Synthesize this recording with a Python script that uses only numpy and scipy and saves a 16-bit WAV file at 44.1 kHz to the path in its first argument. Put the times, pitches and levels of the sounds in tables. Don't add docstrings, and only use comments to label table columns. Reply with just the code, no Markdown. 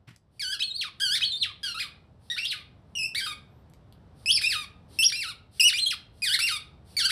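import sys
import numpy as np
from scipy import signal
from scipy.fft import rfft, irfft, next_fast_len
from scipy.io import wavfile
from scipy.ndimage import uniform_filter1d, map_coordinates

SR = 44100
rng = np.random.default_rng(int(sys.argv[2]) if len(sys.argv) > 2 else 0)


def log_audio(samples):
    frames = np.atleast_2d(samples).T
    limited = np.clip(frames, -1, 1)
    pcm = np.round(limited * 32767).astype(np.int16)
    wavfile.write(sys.argv[1], SR, pcm)


N = 313551

# leak_start_s, leak_db, fall_per_overtone_db, flutter_depth
BITES = [(.302, -71, 0, 0.0057), (.938, -74.5, -0.5, 0.0084), (1.582, -72.5, 0, 0.014),
         (2.188, -68, 1, 0.012), (2.858, -80.5, 1, 0.02), (4.138, -65.5, 2.5, 0.0099),
         (4.876, -57, -3.5, 0.013), (5.508, -55, -2.5, 0.016), (6.119, -65.5, 1.4, 0.0067),
         (6.84, -60, -1.25, 0.0088)]
# time_s, pitch_hz, level_db
BITE_PATHS = [
    [(.395, 2440, -33), (.414, 2136, -34), (.422, 1730, -32), (.453, 1478, -33.5), (.51, 1554, -33),
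     (.53, 1693, -31), (.548, 1441, -33.5), (.574, 1298, -51)],
    [(.999, 1834, -37.5), (1.006, 1520, -28.5), (1.024, 1661, -26), (1.092, 1433, -30), (1.152, 1817, -24),
     (1.157, 2333, -25.5), (1.17, 1966, -30.5), (1.188, 1340, -35)],
    [(1.631, 1652, -36), (1.648, 1609, -31), (1.694, 1401, -34.5), (1.728, 1380, -41.5)],
    [(2.3, 1840, -33.5), (2.321, 1930, -32.5), (2.356, 1780, -41.5)],
    [(2.952, 2916, -32.5), (2.97, 2816, -33), (2.984, 2844, -29), (2.985, 2605, -32), (3.01, 2634, -34.5),
     (3.033, 2530, -27.5), (3.05, 2660, -29), (3.07, 2768, -38.5), (3.099, 2620, -43)],
    [(4.259, 2507, -27.5), (4.284, 2652, -26), (4.312, 3446, -15), (4.313, 4440, -17.5), (4.331, 5316, -28),
     (4.35, 5385, -21.5), (4.371, 4250, -22), (4.372, 2678, -21), (4.39, 2048, -33), (4.399, 1447, -46)],
    [(4.988, 2662, -21.5), (5.018, 2680, -26), (5.03, 3050, -17), (5.041, 3410, -18), (5.042, 4600, -17),
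     (5.056, 5594, -20.5), (5.066, 5670, -17.5), (5.082, 5310, -29.5), (5.095, 4120, -28),
     (5.096, 2470, -30), (5.108, 1745, -34.5)],
    [(5.597, 2844, -24), (5.604, 2800, -19.5), (5.613, 2477, -18.5), (5.635, 2716, -21),
     (5.65, 2891, -17.5), (5.676, 2924, -19), (5.695, 2273, -25), (5.713, 1450, -34.5)],
    [(6.22, 2475, -31.5), (6.235, 2465, -27.5), (6.259, 1937, -28.5), (6.295, 1440, -29.5),
     (6.336, 1801, -27.5), (6.345, 2238, -22.5), (6.369, 1360, -38)],
    [(6.967, 2326, -25), (6.989, 2205, -25), (7.003, 1698, -26.5), (7.032, 1343, -32), (7.045, 1413, -28),
     (7.06, 1612, -20.5), (7.076, 1454, -31.5), (7.087, 1503, -48)],
]
# frequency_hz, level_db
AIR_COLOUR = [(880, -26.5), (1500, -13), (2440, -10), (4520, -0.5), (7140, -14.5), (8940, -3.5),
              (14000, -15)]
TREBLE_HZ, TOP_HZ = 7130, 14100
SLIP_S, STOP_S, FADE_S = .0027, .0013, .028


def reed():
    # start_s, end_s, pitch_ratio, change_db
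    slips = [(.701, .72, 0.92, 9), (0.729, .746, 1, -9.5), (1.32, 1.363, .89, 4.5),
             (5.861, 5.883, .81, 4.5)]
    t = np.arange(N) / SR
    paths, attacks, fall_db, flutter = zip(*squeaks())
    times, hz, db = np.concatenate(paths).T
    which = np.maximum(np.searchsorted([path[0][0] for path in paths], t) - 1, 0)
    note_hz = np.exp(np.interp(t, times, np.log(hz)))
    level_db = np.interp(t, times, db)
    for start, end, ratio, change_db in slips:
        slipping = window(start - SLIP_S / 2, end + SLIP_S / 2, SLIP_S, SLIP_S)
        note_hz *= ratio ** slipping
        level_db += change_db * slipping
    for jump_s in times[1:][np.diff(times) < .002]:
        level_db -= 17.5 * np.exp(-((t - jump_s) / .0011) ** 2)
    gate = sum(window(path[0][0], path[-1][0], rise, STOP_S) for path, rise in zip(paths, attacks))
    bend_rate = np.abs(np.gradient(np.log(note_hz))) * SR
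    glide = uniform_filter1d(np.minimum(bend_rate, 25), size=SR // 50)
    shake = np.array(flutter)[which] * (.6 + .054 * glide)
    pitch_hz = note_hz * (1 + shake * (.296 * wobble(150) + .84 * wobble(600)))
    # bite_db, release_db
    jaw_treble = [(-1.5, -2), (-2, -2), (-7, 2), (-5, -1), (-2, 5.5), (2, 1), (-6.5, 4), (-4.5, 6), (5, 4),
                  (-3, 2.5)]
    treble_db = np.ravel(jaw_treble)[which]
    tone = shell_tone(note_hz, pitch_hz, np.array(fall_db)[which], treble_db)
    return amp(level_db) * gate * (tone + rasp(note_hz, glide, which, treble_db))


def squeaks():
    # catch_s, dropped_s, stop_s, low_db, last_hz, fall_per_overtone_db, flutter_depth
    releases = [(0.593, .851, 0.89, -39, 1071, 3.2, 0.0092), (1.207, 1.468, 1.521, -43, 1029, 4.9, .014),
                (1.743, 1.839, 1.874, -41, 1099, 3.07, 0.021), (2.364, 2.548, 2.62, -47, 1077, 5, .02),
                (3.147, 3.271, 3.334, -36, 1090, 3.26, 0.016), (4.413, 4.558, 4.649, -33, 1080, 2.6, 0.012),
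                (5.12, 5.306, 5.326, -40, 1072, 2.76, 0.01), (5.726, 5.939, 5.947, -35, 1020, 4.3, .016),
                (6.389, 6.523, 6.578, -30.5, 1101, 1.59, .012), (7.088, 7.16, 7.22, -33, 1095, 2.64, .015)]
    # time_s, pitch_hz, level_db
    refill_paths = [
        [(.602, 2545, -32.5), (.619, 2598, -29.5), (.62, 2950, -21), (.63, 3410, -24.5), (.636, 4366, -31),
         (.685, 4220, -35.5), (.704, 4136, -47.5), (.745, 4115, -36.5), (.766, 4450, -26.5), (.773, 4800, -46),
         (.79, 4455, -32), (.809, 4055, -35), (.812, 3446, -26.5)],
        [(1.215, 2530, -32), (1.226, 2574, -27.5), (1.227, 2950, -22.5), (1.242, 3380, -23), (1.249, 4400, -27),
         (1.29, 4290, -33), (1.316, 4045, -32.5), (1.362, 4107, -36), (1.378, 4450, -33.5),
         (1.393, 4760, -46.5), (1.424, 4024, -24)],
        [(1.745, 1266, -39), (1.785, 1417, -39), (1.797, 1730, -35.5), (1.804, 2437, -30.5),
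         (1.815, 2460, -33.5), (1.829, 1590, -37.5)],
        [(2.374, 1553, -38.5), (2.384, 2444, -30), (2.397, 2700, -35.5), (2.446, 2837, -34),
         (2.455, 3420, -27.5), (2.471, 4985, -40.5), (2.487, 4885, -36.5), (2.51, 3830, -30),
         (2.536, 1576, -36.5)],
        [(3.15, 1760, -33.5), (3.161, 2140, -33), (3.185, 2390, -29.5), (3.199, 1815, -34),
         (3.214, 1560, -35.5), (3.256, 1638, -35.5)],
        [(4.425, 2647, -29.5), (4.445, 2390, -26.5), (4.47, 2690, -27), (4.499, 2606, -29),
         (4.517, 2145, -28.5), (4.531, 1666, -28)],
        [(5.127, 2346, -30), (5.152, 2440, -33.5), (5.162, 2742, -32), (5.203, 2707, -32.5), (5.229, 2142, -31),
         (5.238, 1620, -33.5), (5.257, 1342, -37.5), (5.276, 1250, -38), (5.291, 1457, -33.5)],
        [(5.739, 2372, -30), (5.766, 2477, -29.5), (5.775, 2730, -28.5), (5.79, 3205, -25),
         (5.798, 4132, -27.5), (5.83, 4210, -24), (5.858, 3960, -29.5), (5.887, 4148, -27), (5.902, 4025, -33),
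         (5.906, 3153, -27.5), (5.928, 1550, -33)],
        [(6.394, 1493, -27), (6.399, 2308, -25), (6.409, 2385, -24.5), (6.41, 2787, -31), (6.422, 2582, -27),
         (6.44, 2747, -26.5), (6.464, 2798, -31), (6.488, 2010, -25.5), (6.492, 1628, -31.5)],
        [(7.096, 1262, -29.5), (7.102, 1653, -24), (7.111, 2405, -22.5)],
    ]
    snap_s, draw_s = .0007, .0016
    catch_hz, dropped_hz = 1354, 1248
    sag_hz_per_s, sag_db_per_s = 590, 48.5
    out = []
    for bite, bite_path, release, refill in zip(BITES, BITE_PATHS, releases, refill_paths):
        catch_s, dropped_s, stop_s, low_db, last_hz, *timbre = release
        fading_s = max(stop_s - FADE_S, dropped_s + SLIP_S)
        sagged_hz = dropped_hz - sag_hz_per_s * (fading_s - dropped_s)
        sagged_db = low_db - sag_db_per_s * (stop_s - dropped_s)
        release_path = [(catch_s, catch_hz, refill[0][2]), *refill, (dropped_s, dropped_hz, low_db),
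                        (fading_s, sagged_hz, sagged_db), (stop_s, last_hz, sagged_db - 7.5)]
        out += [(bite_path, snap_s, *bite[2:]), (release_path, draw_s, *timbre)]
    return out


def shell_tone(note_hz, pitch_hz, fall_db, treble_db):
    # frequency_hz, gain_db
    shell = [(900, -10), (1300, -3), (2500, 1.5), (3600, 7.5), (4500, 7), (5700, -2.5), (6800, -9),
             (8500, -8), (10500, -6), (12000, -30), (14000, -13.5)]
    # start_s, end_s, level_db
    skips = [(0.603, 0.617, 1), (1.216, 1.227, 0.5), (4.432, 4.468, -7), (5.152, 5.186, -9),
             (5.717, 5.774, -11), (6.4, 6.419, -6)]
    skipping = sum(amp(db) * window(start, end, .004, .0031) for start, end, db in skips)
    phase = 2 * np.pi * np.cumsum(pitch_hz) / SR
    tone, power = np.zeros(N), np.zeros(N)
    for k in np.arange(2, 25) / 2:
        hz = k * note_hz
        tilt_db = fall_db * min(k, 4.46)
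        gain = amp(along(shell, hz) - tilt_db + treble_db * (hz > TREBLE_HZ))
        gain *= np.clip((TOP_HZ - hz) / 500 + 1, 0, 1)
        if k in (1, 2, 3):
            power += gain ** 2 / 2
        if k % 1:
            gain *= skipping
        tone += gain * amp(2.57 * wobble(90)) * np.sin(k * phase)
    return tone / np.sqrt(power)


def rasp(note_hz, glide, which, treble_db):
    # bite_db, release_db
    breathiness = [(-24.5, -30.5), (-27, -32), (-14, -26.5), (-20, -26.5), (-42, -26.5), (-37, -22.5),
                   (-31.5, -30), (-29, -31), (-25, -26), (-22.5, -28.5)]
    top_register = note_hz > 3716
    level = amp(np.ravel(breathiness)[which] - 9 * top_register + 1.5 * wobble(60))
    rush = hiss(AIR_COLOUR)
    bright = filtered(rush, lambda hz: hz > TREBLE_HZ)
    body = (1 + .23 * glide) * (rush - bright)
    sizzle = (1 + .12 * glide) * amp(treble_db + 5) * bright
    return level * (body + sizzle)


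def second_note():
    # start_s, end_s, pitch_hz, level_db
    notes = [(0.692, .748, 4100, -44.5), (0.763, 0.792, 3730, -45.5), (1.351, 1.424, 3603, -47),
             (4.315, 4.32, 3444, -24), (5.038, 5.043, 3410, -27)]
    t = np.arange(N) / SR
    tone = sum(amp(db) * window(start, end, SLIP_S, SLIP_S) * np.sin(2 * np.pi * hz * t)
               for start, end, hz, db in notes)
    return np.sqrt(2) * amp(1.5 * wobble(120)) * tone


def leaks():
    level = sum(amp(db) * window(start, path[0][0], .07, .008)
                for (start, db, *_), path in zip(BITES, BITE_PATHS))
    return level * hiss(AIR_COLOUR)


def teeth():
    # start_s, relative_db, centre_hz
    ticks = [(0.162, -42, 6340), (3.699, -50, 9800), (3.7365, -47.5, 4340), (3.925, -45.5, 3840)]
    out, t = np.zeros(N + SR), np.arange(SR // 50) / SR
    for start, db, hz in ticks:
        body = uniform_filter1d(rng.standard_normal(len(t)), size=8) * np.sin(2 * np.pi * hz * t)
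        click = np.diff(rng.standard_normal(len(t) + 1))
        decay = amp(db + 4.5 - 60 * t / .0088)
        out[round(start * SR):][:len(t)] += decay * (1.3 * body + .18 * click)
    return out[:N]


def room(x):
    # frequency_hz, t60_s
    ring_times = [(1000, 0.53), (2600, 0.4), (7000, 0.29), (13000, 0.23)]
    # frequency_hz, gain_db
    colour = [(1200, -3), (3700, 0.5), (6000, -4.5), (13000, -3)]
    sends = [-8.5, -7, -4.5, -3.5, -4, -6.5, -7.5, -8.5, -6, -6.5]
    edges = [0, *(round(path[0][0] * SR) for path, *_ in squeaks()[1:]), N]
    out = np.zeros(N + SR)
    for start, end, send_db in zip(edges, edges[1:], np.repeat(sends, 2)):
        hz, t, noise = signal.stft(rng.standard_normal(SR // 2), SR, nperseg=256)
        early = amp(5 - 60 * t / .11)
        diffuse = amp(-60 * t / along(ring_times, hz)[:, None])
        tail = signal.istft(noise * (early + diffuse) * amp(along(colour, hz))[:, None], SR, nperseg=256)[1]
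        delayed = np.pad(x[start:end], (180, 0))
        echo = signal.fftconvolve(delayed, tail / np.linalg.norm(tail))
        out[start:start + len(echo)] += amp(send_db) * echo
    return out[:N]


def rustle():
    # time_s, relative_db
    swell = [(0.07, -75), (0.08, -55.5), (0.19, -78)]
    # frequency_hz, level_db
    fibres = [(59, -33), (100, 5), (462, -26), (933, -23.5), (2130, -15.5), (14000, -41.5)]
    times, db = np.transpose(swell)
    grain = amp(np.interp(np.arange(N) / SR, times, db) + 7.5 + 1.9 * wobble(142))
    return grain * window(times[0], times[-1], .0035, .013) * hiss(fibres)


def faint_whistle():
    # time_s, pitch_hz
    rise = [(3.46, 12000), (3.53, 12600), (3.63, 13900)]
    times, hz = np.transpose(rise)
    phase = 2 * np.pi * np.cumsum(np.interp(np.arange(N) / SR, times, hz)) / SR
    return amp(-83 + 2 * wobble(60)) * window(times[0], times[-1], FADE_S, STOP_S) * np.sin(phase)


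def rumble():
    # time_s, level_db
    envelope = [(0, -61), (.2, -66.5), (.6, -59.5), (3.599, -52.5), (5, -50.5), (5.051, -57.5),
                (5.598, -56), (7.11, -53.5)]
    # frequency_hz, level_db
    colour = [(25, -12.5), (65, -0.5), (107, -0.5), (335, -16), (802, -21), (1260, -27), (2310, -38),
              (3530, -37.5), (14000, -58.5)]
    times, db = np.transpose(envelope)
    return amp(np.interp(np.arange(N) / SR, times, db) + 1.4 * wobble(2.5)) * hiss(colour)


def amp(db):
    return 10 ** (np.asarray(db) / 20)


def along(points, hz):
    freqs, values = np.transpose(points)
    return np.interp(np.log(hz + 1), np.log(freqs + 1), values)


def wobble(rate):
    return map_coordinates(rng.standard_normal(int(N * rate / SR) + 4), [np.arange(N) * rate / SR])


def filtered(x, response):
    size = next_fast_len(N + SR // 2)
    return irfft(rfft(x, size) * response(np.fft.rfftfreq(size, 1 / SR)), size)[..., :N]


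def hiss(colour):
    noise = filtered(rng.standard_normal(N), lambda hz: amp(along(colour, hz)))
    return noise / np.sqrt(np.mean(noise ** 2) + 1e-20)


def window(start, end, rise, fall):
    t = np.arange(N) / SR
    return np.clip(np.minimum((t - start) / rise, (end - t) / fall), 0, 1)


def scene():
    toy = reed() + second_note() + leaks() + teeth()
    return (toy + room(toy) + faint_whistle() + rustle() + rumble())[None]


def record(dry):
    # centre_hz, width_hz, gain_db
    treble_dips = [(6670, 650, -6.5), (11970, 360, -11)]

    def response(hz):
        dip_db = sum(db * np.exp(-((hz - centre) / width) ** 2) for centre, width, db in treble_dips)
        low_cut = hz ** 4 / (hz ** 4 + 36 ** 4)
        return amp(dip_db) * low_cut / (1 + (hz / TOP_HZ) ** 500)
    return filtered(dry, response)


dry = scene()
out = record(dry)
log_audio(out)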